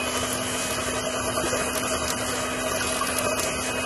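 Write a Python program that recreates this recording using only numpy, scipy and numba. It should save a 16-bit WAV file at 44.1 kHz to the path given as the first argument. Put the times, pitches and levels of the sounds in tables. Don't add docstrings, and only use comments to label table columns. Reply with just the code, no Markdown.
import sys
import numpy as np
from scipy import signal
from scipy.io import wavfile
from scipy.ndimage import uniform_filter1d
from numba import njit

SR = 44100
rng = np.random.default_rng(int(sys.argv[2]) if len(sys.argv) > 2 else 0)


def master(y):
    cut = np.clip(np.atleast_2d(y).T, -1, 1)
    pcm = np.round(cut * 32767)
    wavfile.write(sys.argv[1], SR, pcm.astype(np.int16))


def magnitude_from_level(level_db):
    exponent = np.asarray(level_db, float) / 20
    return 10 ** exponent


N = 169785
GEAR_PER_SHAFT, BEATER_PER_SHAFT = 4 / 17, 4 / 85


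def level(x, db):
    return x * magnitude_from_level(db) / np.sqrt(np.mean(x ** 2))


@njit
def svf(x, hz, width):
    y, b, l = np.empty(len(x)), 0., 0.
    for i in range(len(x)):
        g, k = np.tan(np.pi * hz[i] / SR), width / hz[i]
        v = (b + g * (x[i] - l)) / (1 + g * (g + k))
        b, l, y[i] = 2 * v - b, l + 2 * g * v, k * v
    return y


def band(x, hz, width_hz):
    return svf(x, hz + np.zeros(len(x)), 1. * width_hz)


def noise_band(hz, first_width_hz, second_width_hz):
    return band(band(rng.standard_normal(N), hz, first_width_hz), hz, second_width_hz)


def smooth_twice(x, size):
    return uniform_filter1d(uniform_filter1d(x, size), size)


def walk(rate_hz):
    hold = int(SR / rate_hz)
    held = np.repeat(rng.standard_normal(N + 1)[:N // hold + 1], hold)
    return 1.42 * smooth_twice(held, hold)[:N]


def control(table, column):
    rows = np.array(table)
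    return np.interp(np.arange(N) / SR, rows[:, 0], rows[:, column])


def add(out, start_s, x):
    i = max(int(start_s * SR), 0)
    out[i:i + len(x)] += x[:N - i]


# start_s, shaft_hz
SHAFT_SPEED = [(0, 250.9), (.15, 251.6), (.5, 252.3), (1.3, 251.9), (1.9, 252.2), (2.5, 252.7),
               (3.0, 253.1), (3.85, 253.0)]


def shaft_hz():
    return control(SHAFT_SPEED, 1)


# shaft_multiple, level_db, wander_db
SHAFT_ORDERS = [(1, -38.5, 1.2), (3, -51.5, 2.5), (5, -47.5, 2), (6, -54.5, 2.5), (20, -57, 3)]
# start_s, order_10_db, order_12_db
SINGING_ORDERS = [(0, -38, -47), (.08, -43, -41.5), (.14, -54, -39), (.3, -52, -40.5), (.45, -58, -52),
                  (.55, -47, -58), (.75, -43, -54), (.95, -49, -52), (1.2, -48, -46.5), (1.45, -46, -53),
                  (1.6, -43, -55), (1.95, -44, -54), (2.1, -50, -56), (2.42, -52, -56), (2.52, -44.5, -54),
                  (2.85, -45, -60), (3.0, -49, -60), (3.25, -42, -58), (3.85, -42.5, -58)]


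def motor(turns):
    def tone(order, db):
        return np.sqrt(2) * magnitude_from_level(db) * np.sin(2 * np.pi * order * turns + order * order)

    out = np.zeros(N)
    for column, order in ((1, 10), (2, 12)):
        out += tone(order, control(SINGING_ORDERS, column) + 3.3 + 2.2 * walk(12))
    for order, db, wander_db in SHAFT_ORDERS:
        out += tone(order, db + wander_db * walk(8.3))
    return out


# start_s, churn_db, gear_ring_hz, hiss_db
MIXER_MOVES = [(0, -30.5, 3185, -32.5), (.15, -28, 3150, -33.5), (.36, -30.5, 3010, -32.5),
               (.65, -31, 3010, -32), (.95, -30, 2980, -33.5), (1.2, -29, 3140, -34.5),
               (1.5, -28.5, 2900, -30), (1.72, -30, 2906, -33.5), (1.95, -27.5, 3020, -31),
               (2.25, -29.5, 2960, -32), (2.55, -30.5, 3000, -35.5), (2.8, -28, 2910, -29.5),
               (3.05, -30, 2876, -31.5), (3.4, -28, 2880, -33), (3.6, -30.5, 3020, -33.5),
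               (3.85, -29.5, 2820, -34)]


def gears(turns):
    mesh_hz = shaft_hz() * GEAR_PER_SHAFT
    ring_hz = np.clip(control(MIXER_MOVES, 2), 2820, 3010)
    ring_width_hz, scatter_db = 140, 3
    out = np.zeros(N)
    for k in range(46, 56):
        if k == 51:
            continue
        lift = 1 / (1 + ((k * mesh_hz - ring_hz) / ring_width_hz) ** 2)
        scatter = magnitude_from_level(scatter_db * walk(7))
        phase = 2 * np.pi * k * turns * GEAR_PER_SHAFT + k * k * np.pi / 7 + walk(10)
        out += lift * scatter * np.sin(phase)
    return level(out, -43)


# center_hz, width_hz, level_db
BODY_MODES = [(76.4, 19, -10), (112, 8.5, -13.5), (456, 163, -4), (634, 31, -2.5), (970, 27, -14.5),
              (1208, 180, -4.5), (1486, 220, -10), (1948, 140, -12), (2492, 150, -12), (2950, 660, -7.5)]


def churn(turns):
    throb_db, flicker_db = 2, 1
    throb = np.cos(2 * np.pi * (turns * BEATER_PER_SHAFT + 0.3 * walk(3.94)))
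    throb = throb * (1 + .5 * walk(2.5))
    out = np.zeros(N)
    for hz, width_hz, db in BODY_MODES:
        ring = level(noise_band(hz, width_hz, 4.04 * width_hz), db)
        out += ring * magnitude_from_level((hz > 300) * throb_db * throb + flicker_db * walk(12))
    return level(out, -0.5) * magnitude_from_level(control(MIXER_MOVES, 1))


# start_s, peak_db, ring_hz
BOWL_KNOCKS = [(0.229, -15, 620), (0.352, -12, 614), (0.784, -14.5, 1290), (0.934, -15, 447),
               (1.201, -12, 630), (1.281, -11, 635), (1.371, -8.5, 1170), (1.404, -15, 594),
               (1.438, -8, 329), (1.465, -18, 630), (1.529, -8, 507), (1.559, -10.5, 620),
               (1.616, -6.5, 634), (1.863, -28, 637), (1.957, -13, 1203), (2.33, -10.5, 490),
               (2.416, -21, 630), (2.542, -16.5, 440), (2.718, -11.5, 1170), (2.809, -10.5, 1459),
               (3.012, -8, 1108), (3.086, -10, 688), (3.099, -18, 656), (3.21, -11, 614), (3.25, -16, 1210),
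               (3.266, -7.5, 600), (3.332, -18, 640), (3.398, -21, 630), (3.465, -15, 1210),
               (3.566, -16, 670)]
# pitch_hz, level_db, t60_s
BOWL_MODES = [(472, -1.5, 0.009), (670, -37, 0.036), (1170, -8.5, 0.13), (1510, -0.5, 0.016)]


def knocks():
    push_s, ring_t60_s, trim_db = .012, 0.098, -8.5
    out, t = np.zeros(N), np.arange(5000) / SR
    for start_s, peak_db, ring_hz in BOWL_KNOCKS:
        push = rng.standard_normal(5000) * np.exp(-t / push_s * 2)
        ring = np.zeros(5000)
        for hz, db, t60_s in BOWL_MODES + [(ring_hz, 0, ring_t60_s)]:
            ring += magnitude_from_level(db) * np.sin(2 * np.pi * hz * t) * np.exp(-np.log(1000) * t / t60_s)
        x = signal.fftconvolve(push, ring)[:5000]
        add(out, start_s - .002, x / np.abs(x).max() * magnitude_from_level(peak_db + trim_db))
    return out


# start_s, peak_db, low_ring_db (against the peak)
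WIRE_TICKS = [(0.0608, -27, -9), (0.0777, -25, -10), (0.174, -18, -14), (0.3047, -21, -13),
              (0.3301, -15, -19), (0.3516, -19, -13), (0.3755, -24, -7), (0.4349, -28, -6),
              (0.6409, -28, -4), (0.7068, -20, -8), (0.7262, -22, -9), (0.8849, -28, -5), (1.0116, -27, -8),
              (1.06, -25, -9), (1.279, -23, -12), (1.3678, -21, -10), (1.4361, -22, -12), (1.502, -25, -8),
              (1.5459, -26, -6), (1.5708, -22, -7), (1.6591, -22, -10), (1.733, -20, -12),
              (1.7524, -19, -9), (1.7759, -17, -11), (1.7978, -25, -5), (1.8357, -21, -9),
              (1.8597, -24, -11), (1.8796, -20, -12), (1.9405, -21, -13), (1.9784, -21, -12),
              (2.0443, -25, -6), (2.0797, -24, -1), (2.1026, -19, -3), (2.1635, -25, -5), (2.2109, -25, -6),
              (2.2667, -26, -9), (2.3226, -24, -6), (2.358, -24, -9), (2.4623, -25, -11), (2.6324, -27, -8),
              (2.6958, -24, -9), (2.7152, -23, -7), (2.7621, -20, -9), (2.8035, -25, -2), (2.825, -20, -11),
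              (2.8714, -19, -11), (2.8943, -20, -9), (2.9238, -18, -14), (2.9437, -21, -11),
              (2.9682, -19, -12), (2.9916, -23, -6), (3.0704, -20, -8), (3.0849, -19, -13),
              (3.1677, -21, -7), (3.1857, -14, -12), (3.2475, -20, -11), (3.3957, -18, -8),
              (3.4321, -22, -4), (3.6651, -22, -13), (3.6895, -27, -8)]


def ticks():
    contrast = 1.35
    out, t = np.zeros(N), np.arange(1500) / SR
    for start_s, peak_db, low_db in WIRE_TICKS:
        chance = rng.standard_normal(1500)
        hard = peak_db + low_db > -28.5
        shape = t * np.exp(-t / .0017 / (1.6 if hard else 1))
        bright_db = (peak_db + 20) * contrast - 20.5
        lower_db = (peak_db + low_db + 26) * contrast - 17
        for hz, db in ((10700, bright_db), (5600, lower_db)):
            x = shape * band(band(chance, hz, 4000), hz, 6000)
            add(out, start_s - .0015, x / np.abs(x).max() * magnitude_from_level(db))
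    return out


def spatter():
    drops_per_s, spread_db = 150, 2.5
    drops = (rng.random(N) < drops_per_s / SR) * magnitude_from_level(spread_db * rng.exponential(size=N))
    bursts = smooth_twice(drops, 60) * rng.standard_normal(N)
    return level(band(bursts, 6900, 6000), -52)


# start_s, peak_db, decay_s
RIM_CRACKS = [
    (1.7765, -18, .002),
    (2.1035, -15, .0022),
    (2.968, -21, .002),
    (3.0715, -19, .0015),
    (3.186, -15, .002),
    (3.396, -15.5, .004),
    (3.4325, -19, .0015),
]


def cracks():
    hz, width_hz = 7500, 12000
    out, t = np.zeros(N), np.arange(1000) / SR
    for start_s, peak_db, decay_s in RIM_CRACKS:
        x = band(band(rng.standard_normal(1000), hz, width_hz), hz, width_hz)
        x = x * np.exp(-t / decay_s) * np.minimum(t / .0004, 1)
        add(out, start_s, x / np.abs(x).max() * magnitude_from_level(peak_db))
    return out


# center_hz, width_hz, level_db
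VENT_BANDS = [(3880, 260, -12), (4713, 1400, -5), (6753, 3700, 1), (8736, 1700, -9.5), (9760, 1600, -5),
              (10715, 3000, -1.5)]


def fan():
    shared_db = walk(30)
    out = np.zeros(N)
    for hz, width_hz, db in VENT_BANDS:
        hiss = level(noise_band(hz, width_hz, width_hz), db)
        out += hiss * magnitude_from_level(shared_db + 1.6 * walk(22))
    return level(out, -0.22) * magnitude_from_level(control(MIXER_MOVES, 3))


# pitch_hz, level_db (per hertz)
RUMBLE_SPECTRUM = [(30, 2.5), (60, -9), (200, 1), (350, -6), (800, -6), (1700, 0), (3300, -10.5),
                   (4000, -24)]


def rumble():
    rows = np.array(RUMBLE_SPECTRUM)
    out = np.zeros(N)
    for hz in 35 * 2 ** np.arange(0, 7, .5):
        db = np.interp(np.log(hz), np.log(rows[:, 0]), rows[:, 1]) + 1.5 * walk(7.4)
        out += magnitude_from_level(db) * noise_band(hz, hz / 3.5, hz / 1.3)
    return level(out, -34)


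def scene():
    turns = np.cumsum(shaft_hz() * (1 + .0008 * walk(6))) / SR
    machine = motor(turns) + gears(turns) + churn(turns) + rumble() + fan()
    strikes = knocks() + ticks() + spatter() + cracks()
    mono = machine + strikes
    return np.array([mono, mono])


# start_s, treble_db, middle_db
DROPOUT_HUNGER = [(0, 0, -.5), (.17, 2.5, -.5), (.25, -1, 0), (.37, 4, .8), (.46, 0, 0), (.85, .8, 1),
                  (1.2, 1, 1.5), (1.4, 0, 2.7), (1.53, 3.2, 1.4), (1.68, -.5, 2), (1.95, 3, 2.2),
                  (2.22, -1.5, 2), (2.36, 1.5, .8), (2.58, -3, 1.4), (2.72, 3.5, 2.6), (2.9, 2.5, .5),
                  (3.1, -1, .8), (3.37, 1.5, 1.8), (3.85, -.5, .8)]


def starve(x):
    threshold_db, wander_db, line_db = -4.2, .9, -2
    hz, s, z = signal.stft(x, SR, "cosine", 2048, 1024)
    at = np.minimum((s * SR).astype(int), N - 1)
    edges = np.r_[1500 * 1.055 ** np.arange(30), np.arange(7650, 12000, 620), SR]
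    which = np.searchsorted(edges, hz)
    power = np.array([np.mean(np.abs(z[which == k]) ** 2, axis=0) for k in range(len(edges))]) + 1e-18

    mask = uniform_filter1d(power, size=11, axis=0)
    contrast = power / mask
    depth = contrast ** .25 * np.median(contrast, axis=1, keepdims=True) ** .75

    treble = edges[:, None] > 7000
    hunger = np.where(treble, .6 + control(DROPOUT_HUNGER, 1)[at], control(DROPOUT_HUNGER, 2)[at])
    drift = np.where(treble, 1.9, .8) * walk(40)[at]
    patches = uniform_filter1d(rng.standard_normal(power.shape), size=2, axis=0)
    patches = uniform_filter1d(patches, size=2, axis=1)
    mood = wander_db * (drift + 1.6 * patches)
    keep = depth > magnitude_from_level(2 * (threshold_db + hunger + mood))
    keep[0] = keep[-2:] = True

    line_floor = np.sqrt(mask * power)[which] * magnitude_from_level(2 * line_db)
    strong = (np.abs(z) ** 2 > line_floor) | (hz[:, None] < 1100)
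    bright = power[-5] > 2.3 * np.median(power[-5])
    top_hz = 11800 + 120 * walk(12)[at] + 300 * bright
    near_crack = np.any(np.abs(s[:, None] - np.array(RIM_CRACKS)[:, 0]) < .016, axis=1)
    spared = near_crack & (hz[:, None] < 12400)
    passed = strong & (keep[which] & (hz[:, None] < top_hz) | spared)
    return signal.istft(z * passed, SR, "cosine", 2048, 1024)[1][:N]


def top_cut(x):
    return signal.sosfilt(signal.butter(12, 12450, fs=SR, output="sos"), x)


def record(dry):
    thin_bass = signal.butter(2, 45, "high", fs=SR, output="sos")
    mono = starve(signal.sosfilt(thin_bass, dry[0]))
    return top_cut(np.array([mono, mono]))


dry = scene()
out = record(dry)
master(out)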